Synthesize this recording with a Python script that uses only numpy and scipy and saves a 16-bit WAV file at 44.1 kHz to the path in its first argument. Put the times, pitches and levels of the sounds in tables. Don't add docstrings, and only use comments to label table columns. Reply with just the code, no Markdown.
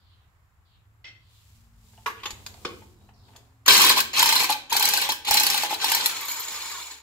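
import sys
import numpy as np
from scipy import signal
from scipy.fft import rfft, irfft
from scipy.io import wavfile
from scipy.ndimage import uniform_filter1d

SR = 44100
rng = np.random.default_rng(int(sys.argv[2]) if len(sys.argv) > 2 else 0)


def generate_wav(sig):
    pcm = np.round(np.clip(np.atleast_2d(sig).T, -1, 1) * 32767).astype(np.int16)
    wavfile.write(sys.argv[1], SR, pcm)


def ratio_of_db(decibels):
    return 10 ** (np.asarray(decibels, float) / 20)


N = 309582
T = np.arange(N) / SR

# (time [s], crack level [dB], anvil level [dB])
BLOWS = [(3.6791, -4, -5), (3.704, -14, -14), (3.722, -6, -17), (3.766, -5, -18), (3.777, -6, -36),
         (3.7998, -13, -21), (3.8156, -3.5, -26), (3.8457, -6, -12), (3.8647, -11, -28), (3.8925, -2.5, -8),
         (3.97, -19, -32), (3.9772, -14, -19), (3.985, -23, -32), (4.002, -9, -23), (4.164, -35, -19.5),
         (4.1926, -6, -13.5), (4.2256, -4.5, -16), (4.2575, -7, -26), (4.289, -8, -19.5), (4.3246, -7, -26),
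         (4.354, -10, -31), (4.3594, -18, -27), (4.393, -16, -26), (4.433, -16, -30), (4.4427, -13.5, -34),
         (4.5007, -15, -21.5), (4.5207, -22, -33), (4.714, -31, -26), (4.7254, -13, -21), (4.7651, -6, -19),
         (4.796, -11.5, -24), (4.8244, -7, -22), (4.853, -7.5, -24), (4.8872, -8, -34), (4.936, -7.5, -38),
         (4.973, -12.5, -20), (5.0148, -13, -23), (5.09, -18.5, -28), (5.119, -15, -27.5),
         (5.2866, -29, -35), (5.3089, -6.5, -24.5), (5.3405, -8, -19), (5.370, -7.5, -15),
         (5.3977, -7.5, -27), (5.4334, -8, -25), (5.465, -7.5, -19.5), (5.5004, -9.5, -33),
         (5.5425, -14.5, -20), (5.575, -13.5, -20), (5.6235, -22, -26), (5.6336, -16.5, -37),
         (5.7071, -26, -39), (5.7405, -20, -29.5), (5.8168, -30, -24), (5.8425, -11.5, -22.5),
         (5.8974, -15.5, -33), (5.9174, -9.5, -18), (5.9477, -7.5, -24), (5.9987, -34, -23),
         (6.0582, -4, -30)]
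# (frequency [Hz], level [dB], t60 [s])
ANVIL_MODES = [(1558, -7, 0.024), (2540, -21, 0.088), (3087, -7.5, 0.025), (4030, 0.5, 0.0071),
               (4200, -6.5, 0.02), (4670, -1, 0.005)]
# (frequency [Hz], level [dB per Hz])
TREBLE = [(2940, -45), (5000, -3.5), (5750, -6), (7820, -7.5), (9170, -15), (12500, -9.5), (14000, -15.5),
          (15800, -12.5)]
CLICK_CRACK_DB, CLICK_ANVIL_DB = -8, -33
ANVIL_DB = 7
# (time [s], peak level [dB], pitch [Hz])
PINGS = [(3.681, -20, 4300), (3.7006, -3, 4160), (3.773, -6, 4110), (3.7946, -15, 4200),
         (3.8465, -18, 4190), (3.8924, -15, 4190), (3.9712, -16, 4200), (4.15, -32.5, 4160),
         (4.153, -27, 4210), (4.1647, -24, 4200), (4.2161, -14, 4270), (4.275, -8, 4220),
         (4.3244, -17, 4220), (4.3498, -22, 4190), (4.3613, -5, 4130), (4.3947, -24, 4000),
         (4.4127, -16, 4190), (4.4371, -15, 4170), (4.509, -24, 4330), (4.5229, -22, 4010),
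         (4.711, -25, 4200), (4.73, -17, 4170), (4.7625, -12, 4360), (4.801, -21, 4200),
         (4.8276, -12, 4030), (4.8425, -9, 4080), (4.8876, -25, 4180), (4.969, -12, 4150),
         (5.017, -21, 4010), (5.0978, -22, 3940), (5.2802, -29, 4520), (5.2872, -25, 4480),
         (5.3304, -10.5, 4120), (5.3431, -16, 4220), (5.371, -4, 4200), (5.4009, -11, 4110),
         (5.4648, -13, 4410), (5.5242, -14, 4170), (5.578, -20, 4210), (5.71, -30, 4150),
         (5.743, -18.5, 4040), (5.818, -26, 4240), (5.8449, -16, 4120), (5.8973, -25, 4170),
         (5.9372, -12, 4350), (6.059, -14, 4200)]
PING_DB, PING_T60_S, PING_RISE_S = -5, 0.033, 0.0014

# (switch click [s], closing clack [s], rebound after [s],
# rattle level at full speed [dB], rattle level at the end [dB])
PULLS = [
    (3.66, 3.963, 0.024, -15.5, -21.5),
    (4.131, 4.492, 0.034, -21, -27),
    (4.697, 5.09, 0.016, -26.5, -26),
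    (5.248, 5.696, 0.043, -25, -29.5),
    (5.786, 6.095, 0.0047, -29, -28.5),
]
START_DB, SPIN_UP_S = -13, 0.035
STALL_S, STALL_DB, RELEASE_S, RELEASE_DB = 0.039, -11, 0.048, -24.5
DULL_START_DB, DULL_STALL_DB, DULL_END_DB = -17, -13, -30
LIFT_S, LIFT_DB = 0.0059, -1
# (frequency [Hz], width [Hz], level [dB])
GUN_PEAKS = [(1560, 98, 3.5), (2360, 140, 4.5), (2580, 70, 4), (3290, 70, 3), (4190, 55, 10),
             (5100, 150, -4)]
# (frequency [Hz], level [dB per Hz])
GUN_COLOUR = [(59, -44), (100, -37), (670, -12.5), (844, 3.5), (1390, -4.5), (2540, 4.5), (3630, 3),
              (4180, 6), (7000, -24), (9100, -40), (15400, -120)]
SEATING_S, SEATED = 0.96, 0.32
# (frequency [Hz], level [dB], t60 [s])
SWITCH_MODES = [(6800, 3, .012), (12300, -5, .015)]
SWITCH_DB = -30

# (time [s], level [dB], pitch [Hz])
KNOCKS = [(3.663, -23.5, 1144), (3.679, -8, 1038), (3.691, -17, 1002), (3.723, -43, 1140),
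          (3.772, -22, 1050), (3.791, -22.5, 880), (3.804, -17, 1130), (3.84, -16.5, 1030),
          (3.863, -18.5, 1047), (3.901, -12.5, 997), (3.903, -18, 885), (3.972, -24, 877),
          (3.97, -15.5, 1003), (3.987, -20.5, 1085), (4.137, -34, 1068), (4.172, -27, 1110),
          (4.181, -30, 1010), (4.2, -17.5, 892), (4.226, -12, 922), (4.257, -17, 920), (4.291, -20.5, 910),
          (4.324, -18.5, 886), (4.359, -17.5, 1025), (4.402, -24.5, 890), (4.423, -20, 837),
          (4.441, -21, 1028), (4.496, -16, 850), (4.509, -18, 858), (4.721, -15.5, 920),
          (4.752, -18.5, 835), (4.769, -22.5, 915), (4.788, -35, 865), (4.805, -18.5, 867),
          (4.838, -20, 813), (4.857, -33, 890), (4.882, -21.5, 874), (4.937, -18, 844), (4.978, -23.5, 840),
          (5.02, -24, 914), (5.09, -18, 852), (5.12, -25.5, 983), (5.285, -18.5, 867), (5.31, -13.5, 848),
          (5.348, -14.5, 850), (5.364, -26, 890), (5.409, -17, 850), (5.465, -24.5, 824), (5.494, -21, 820),
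          (5.543, -20.5, 858), (5.634, -15.5, 870), (5.647, -22, 855), (5.708, -17.5, 855),
          (5.725, -17, 825), (5.841, -18.5, 880), (5.918, -18.5, 890), (5.948, -22.5, 920),
          (5.999, -28.5, 854), (6.022, -25.5, 986), (6.059, -29, 910)]
# (time [s], peak level [dB])
BUMPS = [
    (2.331, -47),
    (3.722, -45),
    (4.219, -67),
    (5.307, -44),
    (6.059, -57.5),
]
# (time [s], level [dB])
THUDS = [
    (3.677, -8),
    (3.698, -45),
    (3.849, -14),
]

COAST_S, BARS_HZ, DRAG_HZ, SLOWING_S = 5.98, 1694, 789, 1.01
FREE_S = 0.21
COAST_DIP_DB, COAST_DIP_S = -13, 0.057
BRUSH_DB, QUIET_HZ = -37.5, 540
WHINE_DB, WHINE_DB_PER_OCT = -16.5, 2.5
# (frequency [Hz], width [Hz], level [dB])
COAST_PEAKS = [(920, 1700, -15.5), (2300, 270, -4), (3800, 25, -19), (4160, 125, -0.5), (4580, 28, -23),
               (5130, 110, -9), (6950, 310, 0), (7800, 110, -8)]
# (frequency [Hz], level [dB per Hz])
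COAST_COLOUR = [(88, -46), (310, -43), (410, -9), (669, -19.5), (898, 3.5), (1410, -7), (4250, -4),
                (6170, -12), (7080, -29), (9330, -14.5), (15300, -16.5), (16500, -21)]
# (time [s], peak level [dB])
CATCHES = [(6.2021, -28), (6.282, -16.5), (6.299, -21), (6.3622, -23), (6.399, -28), (6.4341, -28),
           (6.481, -18), (6.6192, -36), (6.6558, -18), (6.7136, -19), (6.909, -26)]
# (time [s], peak level [dB])
SQUEAKS = [(6.205, -33), (6.2316, -37), (6.25, -25), (6.282, -23), (6.3129, -28), (6.395, -23),
           (6.476, -32), (6.5529, -35), (6.6956, -45)]
# (frequency [Hz], level [dB], t60 [s])
SQUEAK_MODES = [(12090, 10, 0.051)]

# (frequency [Hz], level [dB], t60 [s])
NUT = [
    [(1.042, -30.5), (1.063, -37), (1.075, -42.5), (1.101, -57), (1.15, -50)],
    [(180, -45), (300, -20), (1350, -22), (2600, -11), (2780, -16), (3330, -8.5), (3980, -18), (4390, -15), (15000, -66)],
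    [(2060, 3.5, 0.03), (2830, -12, 0.034), (2570, -5.5, 0.098), (3120, -6, 0.065), (3280, -19, 0.088), (3700, -14, 0.027), (4300, -13, 0.087), (5100, -16, .04), (4630, -19, 0.06), (5590, -14, 0.07), (7250, -29, .08)],
]
SEAT = [
    [(2.06, -15), (2.076, -30), (2.099, -31.5)],
    [(88, -33.5), (150, -41.5), (445, -9.5), (631, -23.5), (1120, 0), (1320, -8), (2060, -11.5), (3160, -19.5), (4650, -23), (15500, -46)],
    [(1110, -4.5, 0.025), (1190, -7, .025), (1250, -16, 0.026), (1490, -29, .08), (12200, -24, 0.096)],
]
HOME = [
    [(2.649, -11.5), (2.655, -46), (2.664, -32)],
    [(88, -50), (150, -16), (340, -15), (430, -14), (631, -20), (1150, -9), (1830, -22), (2410, -16.5), (4750, -19), (5990, -30), (15500, -62)],
    [(437, -2, 0.076), (517, -5.5, 0.067), (1154, 2, 0.041), (2500, -22, 0.1)],
]
CLINK = [
    [(2.233, -26), (2.255, -18.5)],
    [(88, -75), (150, -37), (490, -3), (643, -27), (1090, 4), (1340, -11.5), (2760, -4), (3900, -9), (10100, -35), (12300, -21), (15500, -47)],
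    [(847, -7.5, 0.046), (3490, -5, 0.028), (6730, -13, 0.047)],
]
TICK = [
    [(2.3052, -23.5), (2.4623, -23.5), (2.5396, -40), (3.3608, -36.5)],
    [(180, -59), (450, -22), (900, -9.5), (2930, -14), (4490, -5.5), (6050, -16), (6900, -11.5), (10100, -27), (12900, -16), (15500, -35)],
    [(1130, 3, 0.034), (7140, -21, 0.0078)],
]
NUDGE = [
    [(1.933, -51), (1.975, -44.5), (2.54, -47), (2.566, -50), (2.717, -48), (2.818, -43), (3.01, -57), (3.088, -44.5), (3.282, -49.5), (3.332, -49), (3.35, -45), (3.375, -51)],
    [(180, -61), (300, -10), (925, -5.5), (3140, -12), (3510, -24), (8000, -29), (10400, -50), (17600, -120)],
    [(696, 9.7, 0.052), (890, 9.8, 0.07)],
]
# (time [s], level [dB])
SCRAPE = [
    (2.13, -73),
    (2.2, -53.5),
    (2.232, -62),
]
# (time [s], level [dB], pitch [Hz])
CREAK = [
    (2.97, -74, 3930),
    (3.0, -81, 3800),
    (3.08, -75, 4000),
    (3.12, -77, 3930),
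]

# (frequency [Hz], t60 [s], level [dB])
GARAGE = [(218, 0.99, 2.5), (420, 0.55, 1), (790, 0.23, -3.5), (1316, 0.46, -6.5), (2340, 0.44, -2),
          (5580, 0.42, -3), (10800, 0.23, 2.5)]
# (frequency [Hz], t60 [s], level [dB])
ARCH = [(2194, 0.026, 1), (6250, 0.032, 4), (13500, 0.031, 5)]

# (start [s], end [s], rustle level [dB], thud relative to rustle [dB])
CLOTH = [(1.33, 1.427, -68.5, -28), (1.498, 1.59, -70.5, -18), (1.88, 2.045, -64, -8.5),
         (2.263, 2.651, -61, 1), (2.694, 2.8, -66, -4), (3.028, 3.08, -75, 6.5), (3.303, 3.405, -69.5, 4.5)]
CLOTH_IN_S, CLOTH_OUT_S, CLOTH_EDGE_DB = 0.15, 0.3, -18.5
# (frequency [Hz], level [dB per Hz])
CLOTH_COLOUR = [(2940, -5.5), (5000, -5.5), (7090, -14), (10500, -11), (13900, -9.5), (16000, -13),
                (16500, -33)]
# (frequency [Hz], width [Hz], level [dB])
PANELS = [(215, 77, 4.5), (408, 44, 1.5)]
# (start [s], length [s], level [dB], from [Hz], to [Hz])
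SWISHES = [(0.0, 0.3, -68, 4100, 3220), (0.652, 0.22, -70.5, 4080, 2890), (1.201, 0.35, -68, 3950, 3420),
           (3.137, 0.29, -66.5, 5100, 2900)]
SWISH_RISE, SWISH_HOLD, SWISH_EDGE_DB = 0.21, 0.47, -7
WHISTLE_HZ, WHISTLE_DB = 7330, -89
# (frequency [Hz], level [dB per Hz])
AIR = [(12, -91), (20, -16.5), (69, -6), (96, -1.5), (131, -14.5), (179, -23.5), (230, -28.5), (616, -23),
       (709, -20.5), (863, -19.5), (1050, -17), (1840, -24), (2970, -32), (14300, -43), (16500, -100)]
AIR_DB = -70
# (time [s], level [dB])
RUMBLE = [(0.0, -59), (0.45, -62.5), (1.0, -59), (2.0, -60), (2.45, -53), (3.2, -57.5), (3.65, -62.5),
          (3.89, -52), (4.5, -63), (5.24, -60), (5.45, -62.5), (6.26, -65.5), (7.02, -78)]
LORRY_S, LORRY_RISE_S, LORRY_DB = 6.42, 0.11, -62
# (start [s], end [s], from [Hz], to [Hz], level [dB])
DRONES = [(0.857, 2.49, 108, 112, -64.5), (3, 4, 120, 110, -62.5), (1.535, 1.8, 70, 48, -60),
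          (1.6, 1.5, 255, 240, -82), (1.6, 3.15, 229, 200, -69), (1.5, 3.7, 165, 270, -73),
          (5.9, 3.6, 870, 370, -74)]
DRONE_FADE_S = 0.23
NARROW_HZ, NARROW_DB = 720, -6.5
TOP_HZ = 15650


def band(x, lo_hz, hi_hz):
    return signal.sosfilt(signal.butter(3, [lo_hz, min(hi_hz, .45 * SR)], "band", fs=SR, output="sos"), x)


def unit(x):
    return x / np.sqrt(np.mean(x ** 2))


def gain_of(s, db):
    return ratio_of_db(np.interp(T, s, db, left=-140, right=-140))


def body(x, colour, peaks=(), base_db=0.):
    f = np.fft.rfftfreq(8192, 1 / SR)
    hz, db = np.array(colour).T
    power = ratio_of_db(2 * (base_db + np.interp(np.log(f + 1), np.log(hz), db)))
    for hz, width, db in peaks:
        power = power + ratio_of_db(2 * db) / (1 + (2 * (f - hz) / width) ** 2)
    cep = irfft(np.log(power) / 2)
    cep[1:4096] *= 2
    cep[4097:] = 0
    return signal.fftconvolve(x, irfft(np.exp(rfft(cep)))[:4096])[:N]


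def ring(x, modes, longest_s=.3):
    out = 0
    for k, (hz, db, t60) in enumerate(modes):
        pole = np.exp(2j * np.pi * hz / SR - np.log(1000) / (min(t60, longest_s) * SR))
        out = out + (-1) ** k * ratio_of_db(db) * signal.lfilter([1], [1, -pole], x).imag
    return out


def puffs(s, db, decay_s, rise_s, hard=False):
    x = np.zeros(N)
    np.add.at(x, np.clip((np.asarray(s) * SR).astype(int), 0, N - 1), ratio_of_db(np.asarray(db)))
    t = T[:int(8 * decay_s * SR)]
    shape = np.exp(-t / decay_s) * (1 - np.exp(-t / rise_s))
    noise = rng.standard_normal(N)
    return signal.fftconvolve(x, shape)[:N] * (np.sign(noise) if hard else noise)


def walk(rate):
    k = int(SR / rate)
    return unit(uniform_filter1d(uniform_filter1d(rng.standard_normal(N), k), k))


def grit(rate, spread_db):
    return (rng.random(N) < rate / SR) * ratio_of_db(spread_db * rng.exponential(size=N)) * rng.standard_normal(N)


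def sweep(hz):
    return np.sin(2 * np.pi * np.cumsum(hz) / SR)


def add_at(out, s, sound):
    start = int(s * SR)
    out[start:start + len(sound)] += sound


def blows():
    clicks = [(click, full_db + CLICK_CRACK_DB, full_db + CLICK_ANVIL_DB) for click, _, _, full_db, _ in PULLS]
    return np.vstack([np.array(BLOWS) + [0, 0, ANVIL_DB], clicks]).T


def hammer(s, db, anvil_db):
    snap = puffs(s, db + 10.5, .002, .0004, hard=True)
    spray = puffs(s, db - 8.5, 0.0056, 0.0011)
    crack = body(snap + spray, TREBLE) + band(snap, 1630, 7530) * ratio_of_db(-11.0)
    tone = ring(puffs(s, anvil_db - 26.0, 0.011, 0.0015), ANVIL_MODES)
    knock = band(puffs(s, anvil_db - 13.0, 0.0025, 0.00028), 670, 8800)
    return crack + tone + knock


def pings():
    out, t = np.zeros(N), T[:SR // 10]
    for (s, db, hz), turn in zip(PINGS, rng.random((len(PINGS), 2))):
        upper_hz = hz * (1.1 + 0.154 * turn[0])
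        pair = np.sin(2 * np.pi * hz * t) + 0.38 * np.sin(2 * np.pi * (upper_hz * t + turn[1]))
        fade = ratio_of_db(db + PING_DB - 60 * t / PING_T60_S) * (1 - np.exp(-t / PING_RISE_S))
        add_at(out, s, pair * fade)
    return out


def effort():
    level, bright = 0, 0
    for click, clack, rebound, full_db, end_db in PULLS:
        settled = clack + rebound
        s = [click - .008, click, click + SPIN_UP_S, clack - STALL_S, clack - .006, clack,
             settled, settled + RELEASE_S]
        db = np.array([full_db - 56, full_db + START_DB, full_db, end_db, end_db + STALL_DB, end_db,
                       end_db, end_db + RELEASE_DB])
        dull = np.array([0, DULL_START_DB, 0, 0, DULL_STALL_DB, 0, 0, DULL_END_DB])
        level = level + gain_of(s, db)
        bright = bright + gain_of(s, db + dull)
    return level, bright


def hush():
    s, db, _ = np.transpose(BLOWS)
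    coarse = T[::32]
    ahead = (s[:, None] - coarse) / LIFT_S
    depth = ratio_of_db(np.minimum(db + 10.5, 0))[:, None]
    dip = np.max(depth * np.exp(-np.abs(ahead)) * (ahead > 0), axis=0)
    return ratio_of_db(LIFT_DB * np.interp(T, coarse, dip))


def rattle():
    teeth = unit(grit(5000, 2.43)) + 0.63 * rng.standard_normal(N)
    drive = teeth * ratio_of_db(1.5 * walk(83)) * hush()
    gun = body(drive, GUN_COLOUR, GUN_PEAKS, 0.99)
    low, deep = unit(band(gun, 120, 502)), unit(band(gun, 770, 973))
    high, middle = unit(band(gun, 930, 1200)), unit(band(gun, 1400, 6670))
    seated = np.clip((T - PULLS[0][0]) / SEATING_S, 0, SEATED)
    thrum = np.sqrt(seated) * deep + ratio_of_db(-3.0) * np.sqrt(1 - seated) * high
    treble = unit(band(body(drive, TREBLE), 2600, 15100))
    level, bright = effort()
    gears = level * ratio_of_db(-4.5) * middle + bright * ratio_of_db(-9.5) * treble
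    return gears, level * (ratio_of_db(-20.0) * low + ratio_of_db(-8.0) * thrum)


def switch():
    s, db = np.transpose(PULLS)[[0, 3]]
    return ring(puffs(s, db + SWITCH_DB, 0.01, 0.00042), SWITCH_MODES)


def jolts():
    out, t = np.zeros(N), T[:SR // 8]
    times, wheel_db, _ = np.transpose(KNOCKS)
    fade = ratio_of_db(-60 * t / 0.05) * (1 - np.exp(-t / 0.0021))
    for (s, db, hz), turn in zip(KNOCKS, rng.random((len(times), 3))):
        upper_hz, lower_hz = hz * (1.04 + 0.11 * turn[0]), hz * (0.95 - 0.084 * turn[2])
        cluster = np.sin(2 * np.pi * hz * t)
        cluster = cluster + 0.39 * np.sin(2 * np.pi * (upper_hz * t + turn[1]))
        cluster = cluster + 0.069 * np.sin(2 * np.pi * (lower_hz * t + turn[0]))
        add_at(out, s, ratio_of_db(db + 1.0) * cluster * fade)
    for s, db in BUMPS:
        add_at(out, s, ratio_of_db(db + 13.0) * np.sin(2 * np.pi * 75 * t) * np.exp(-t / 0.0066))
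    tyre = band(puffs(*np.transpose(THUDS), 0.025, 0.00039), 237, 450)
    return out + tyre + band(puffs(times, wheel_db, 0.0036, 0.00061), 320, 1600)


def coast():
    hz = np.clip((BARS_HZ + DRAG_HZ) * np.exp((COAST_S - T) / SLOWING_S) - DRAG_HZ, 50, BARS_HZ)
    dip_db = COAST_DIP_DB * np.exp(-np.abs(T - COAST_S) / COAST_DIP_S)
    level = ratio_of_db(BRUSH_DB + dip_db - (QUIET_HZ / hz) ** 2) * np.clip((T - COAST_S) / FREE_S + 1, 0, 1)

    phase = np.cumsum(hz * (1 + .014 * walk(50))) / SR
    bars = np.exp(9 * np.cos(2 * np.pi * phase)) + .8 * np.exp(30 * np.cos(np.pi * phase) - 21)
    bars = bars * ratio_of_db(4.5 * walk(30))
    whine = band(body(bars, [(800, -10.0), (1200, 1.5), (1500, -4), (2700, -6)]), 900, 2400)
    whine = whine / np.std(whine[T > COAST_S]) * ratio_of_db(WHINE_DB + WHINE_DB_PER_OCT * np.log2(BARS_HZ / hz))

    housing = body(rng.standard_normal(N), COAST_COLOUR, COAST_PEAKS, -1.7)
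    edges = 300 * 1.5 ** np.arange(11)
    hiss = unit(sum(band(housing, lo, hi) * ratio_of_db(1.2 * walk(59)) for lo, hi in zip(edges, edges[1:])))
    contacts = puffs(T[rng.random(N) < 200 / SR], 0., 0.0061, 0.00069)
    chatter = unit(body(contacts, COAST_COLOUR, COAST_PEAKS, -1.1))
    catches = body(puffs(*np.transpose(CATCHES), 0.0077, 0.00083), COAST_COLOUR, COAST_PEAKS, -6.5) * ratio_of_db(-2)
    squeak = ring(puffs(*np.transpose(SQUEAKS), 0.0026, 0.0022) * ratio_of_db(-22.0), SQUEAK_MODES)
    return (hiss * ratio_of_db(-3.5) + chatter * ratio_of_db(-5.5) + whine) * level + squeak + catches


def tap(events, colour, modes, ring_db, decay_s, clatter_db):
    s, db = np.transpose(events)
    tone = ring(puffs(s, db + ring_db, decay_s, 0.00063), modes)
    return tone + body(puffs(s, db + clatter_db, decay_s, 0.0007), colour)


def handling():
    return (tap(*NUT, -36.5, 0.021, 3.1) + tap(*SEAT, -34.0, 0.013, 8.8) + tap(*HOME, -36.5, 0.0071, 9.5)
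            + tap(*CLINK, -31.5, 0.011, 4.0) + tap(*TICK, -51, 0.0051, 7.7) + tap(*NUDGE, -39.0, 0.009, 7.2))


def rubbing():
    s, db, hz = np.transpose(CREAK)
    creak = sweep(np.interp(T, s, hz) * (1 + .012 * walk(180))) * ratio_of_db(4.0 * walk(60))
    scrape = unit(band(grit(3000, 1.7), 1100, 3300))
    return scrape * gain_of(*np.transpose(SCRAPE)) + creak * gain_of(s, db)


def reflections(x, surfaces, size, count):
    t, out = T[:count * size], np.zeros(N + SR)
    fade = np.hanning(2 * size + 1)[:-1]
    scatter = np.array([band(rng.standard_normal(N + SR), hz / 1.8, hz * 1.6) for hz, _, _ in surfaces])
    dying = np.array([ratio_of_db(db - 60 * t / t60) * np.sqrt(14 / t60 / SR) for _, t60, db in surfaces])
    for at in range(0, N - 2 * size, size):
        tail = np.sum(scatter[:, at:at + len(t)] * dying, axis=0) * (1 - np.exp(-t / 0.000077))
        wet = signal.fftconvolve(x[at:at + 2 * size] * fade, tail)
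        out[at:at + len(wet)] += wet
    return out[:N]


def air():
    return body(rng.standard_normal(N), AIR)


def cloth():
    rustle_gain, thud_gain = 0, 0
    for start, end, db, thud_db in CLOTH:
        edge_db = CLOTH_EDGE_DB * np.array([1, 0, 0, 1])
        gain = gain_of([start - CLOTH_IN_S, start, end, end + CLOTH_OUT_S], db + edge_db)
        rustle_gain = rustle_gain + gain
        thud_gain = thud_gain + gain * ratio_of_db(thud_db)
    rustle = unit(band(body(grit(6000, 0.81), CLOTH_COLOUR, [(7240, 1300, -4.0)]), 2370, 23000))
    thud = unit(band(body(air(), [(100, -9.0)], PANELS), 197, 930))
    return rustle * rustle_gain + thud * thud_gain * ratio_of_db(2.0 * walk(24))


def swishes():
    out = 0
    for s, length, db, hz, end_hz in SWISHES:
        at = s + length * np.array([0, SWISH_RISE, SWISH_HOLD, 1])
        carrier = np.cos(2 * np.pi * np.cumsum(np.interp(T, [s, s + length], [hz, end_hz])) / SR)
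        swish = unit(carrier * band(rng.standard_normal(N), 20, 850))
        out = out + swish * gain_of(at, db + SWISH_EDGE_DB * np.array([1, 0.43, 0.024, 2.3]))
    return out


def around():
    capsule = unit(band(rng.standard_normal(N), 11000, 19000)) * ratio_of_db(-83.5)
    thin_hiss = unit(band(rng.standard_normal(N), WHISTLE_HZ - 400, WHISTLE_HZ + 400)) * ratio_of_db(WHISTLE_DB + 2.0 * walk(3))
    breeze = unit(band(air(), 275, 16500)) * ratio_of_db(AIR_DB - 2.5 + walk(4.2))
    return capsule + thin_hiss + breeze + cloth() + swishes()


def traffic():
    both, apart = [unit(band(air(), 25, 288)) for _ in range(2)]
    rumble = (both + .27 * apart * np.array([[1], [-1]])) * gain_of(*np.transpose(RUMBLE))
    lorry = ratio_of_db(LORRY_DB) * np.clip((T - LORRY_S) / LORRY_RISE_S, 0, 1)
    return rumble + sweep(70 + 1.16 * walk(4.0)) * ratio_of_db(1.3 * walk(8.7)) * lorry


def drones():
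    out = 0
    for start, end, hz, end_hz, db in DRONES:
        tone = sweep(np.interp(T, [start, end], [hz, end_hz]) * (1 + 0.0078 * walk(5)))
        at = [start - DRONE_FADE_S, start, end, end + DRONE_FADE_S]
        out = out + tone * ratio_of_db(1.1 * walk(7)) * gain_of(at, db + 3.5 - np.array([29, 1, -1.5, 9]))
    return out


def late(x, count):
    return np.concatenate([np.zeros(count), x[:N - count]])


def scene():
    gears, thrum = rattle()
    anvil = gears + hammer(*blows()) + pings()
    rest = thrum + jolts() + coast() + handling() + rubbing() + switch()
    left = ratio_of_db(1.5) * (anvil + rest)
    right = ratio_of_db(0.04) * (late(anvil, 19) + late(rest, 2))
    shared = around()
    ports = []
    for direct in (left, right):
        walls = reflections(anvil + rest, GARAGE, size=2400, count=8)
        arch = reflections(anvil + rest, ARCH, size=500, count=6)
        ports.append(direct + walls + arch + 0.36 * shared + 1.29 * around())
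    ports = np.array(ports)
    apart = band((ports[0] - ports[1]) / 2, 71, NARROW_HZ * 3) * (1 - ratio_of_db(NARROW_DB))
    return ports - apart * np.array([[1], [-1]]) + traffic() + drones()


def roll_off(x):
    return signal.sosfilt(signal.butter(12, 16990, fs=SR, output="sos"), x)


def record(dry):
    rounded = np.tanh(1.1 * dry) / 1.1
    mix = signal.sosfilt(signal.ellip(10, .2, 80, TOP_HZ, fs=SR, output="sos"), rounded)
    return roll_off(mix)


dry = scene()
out = record(dry)
generate_wav(out)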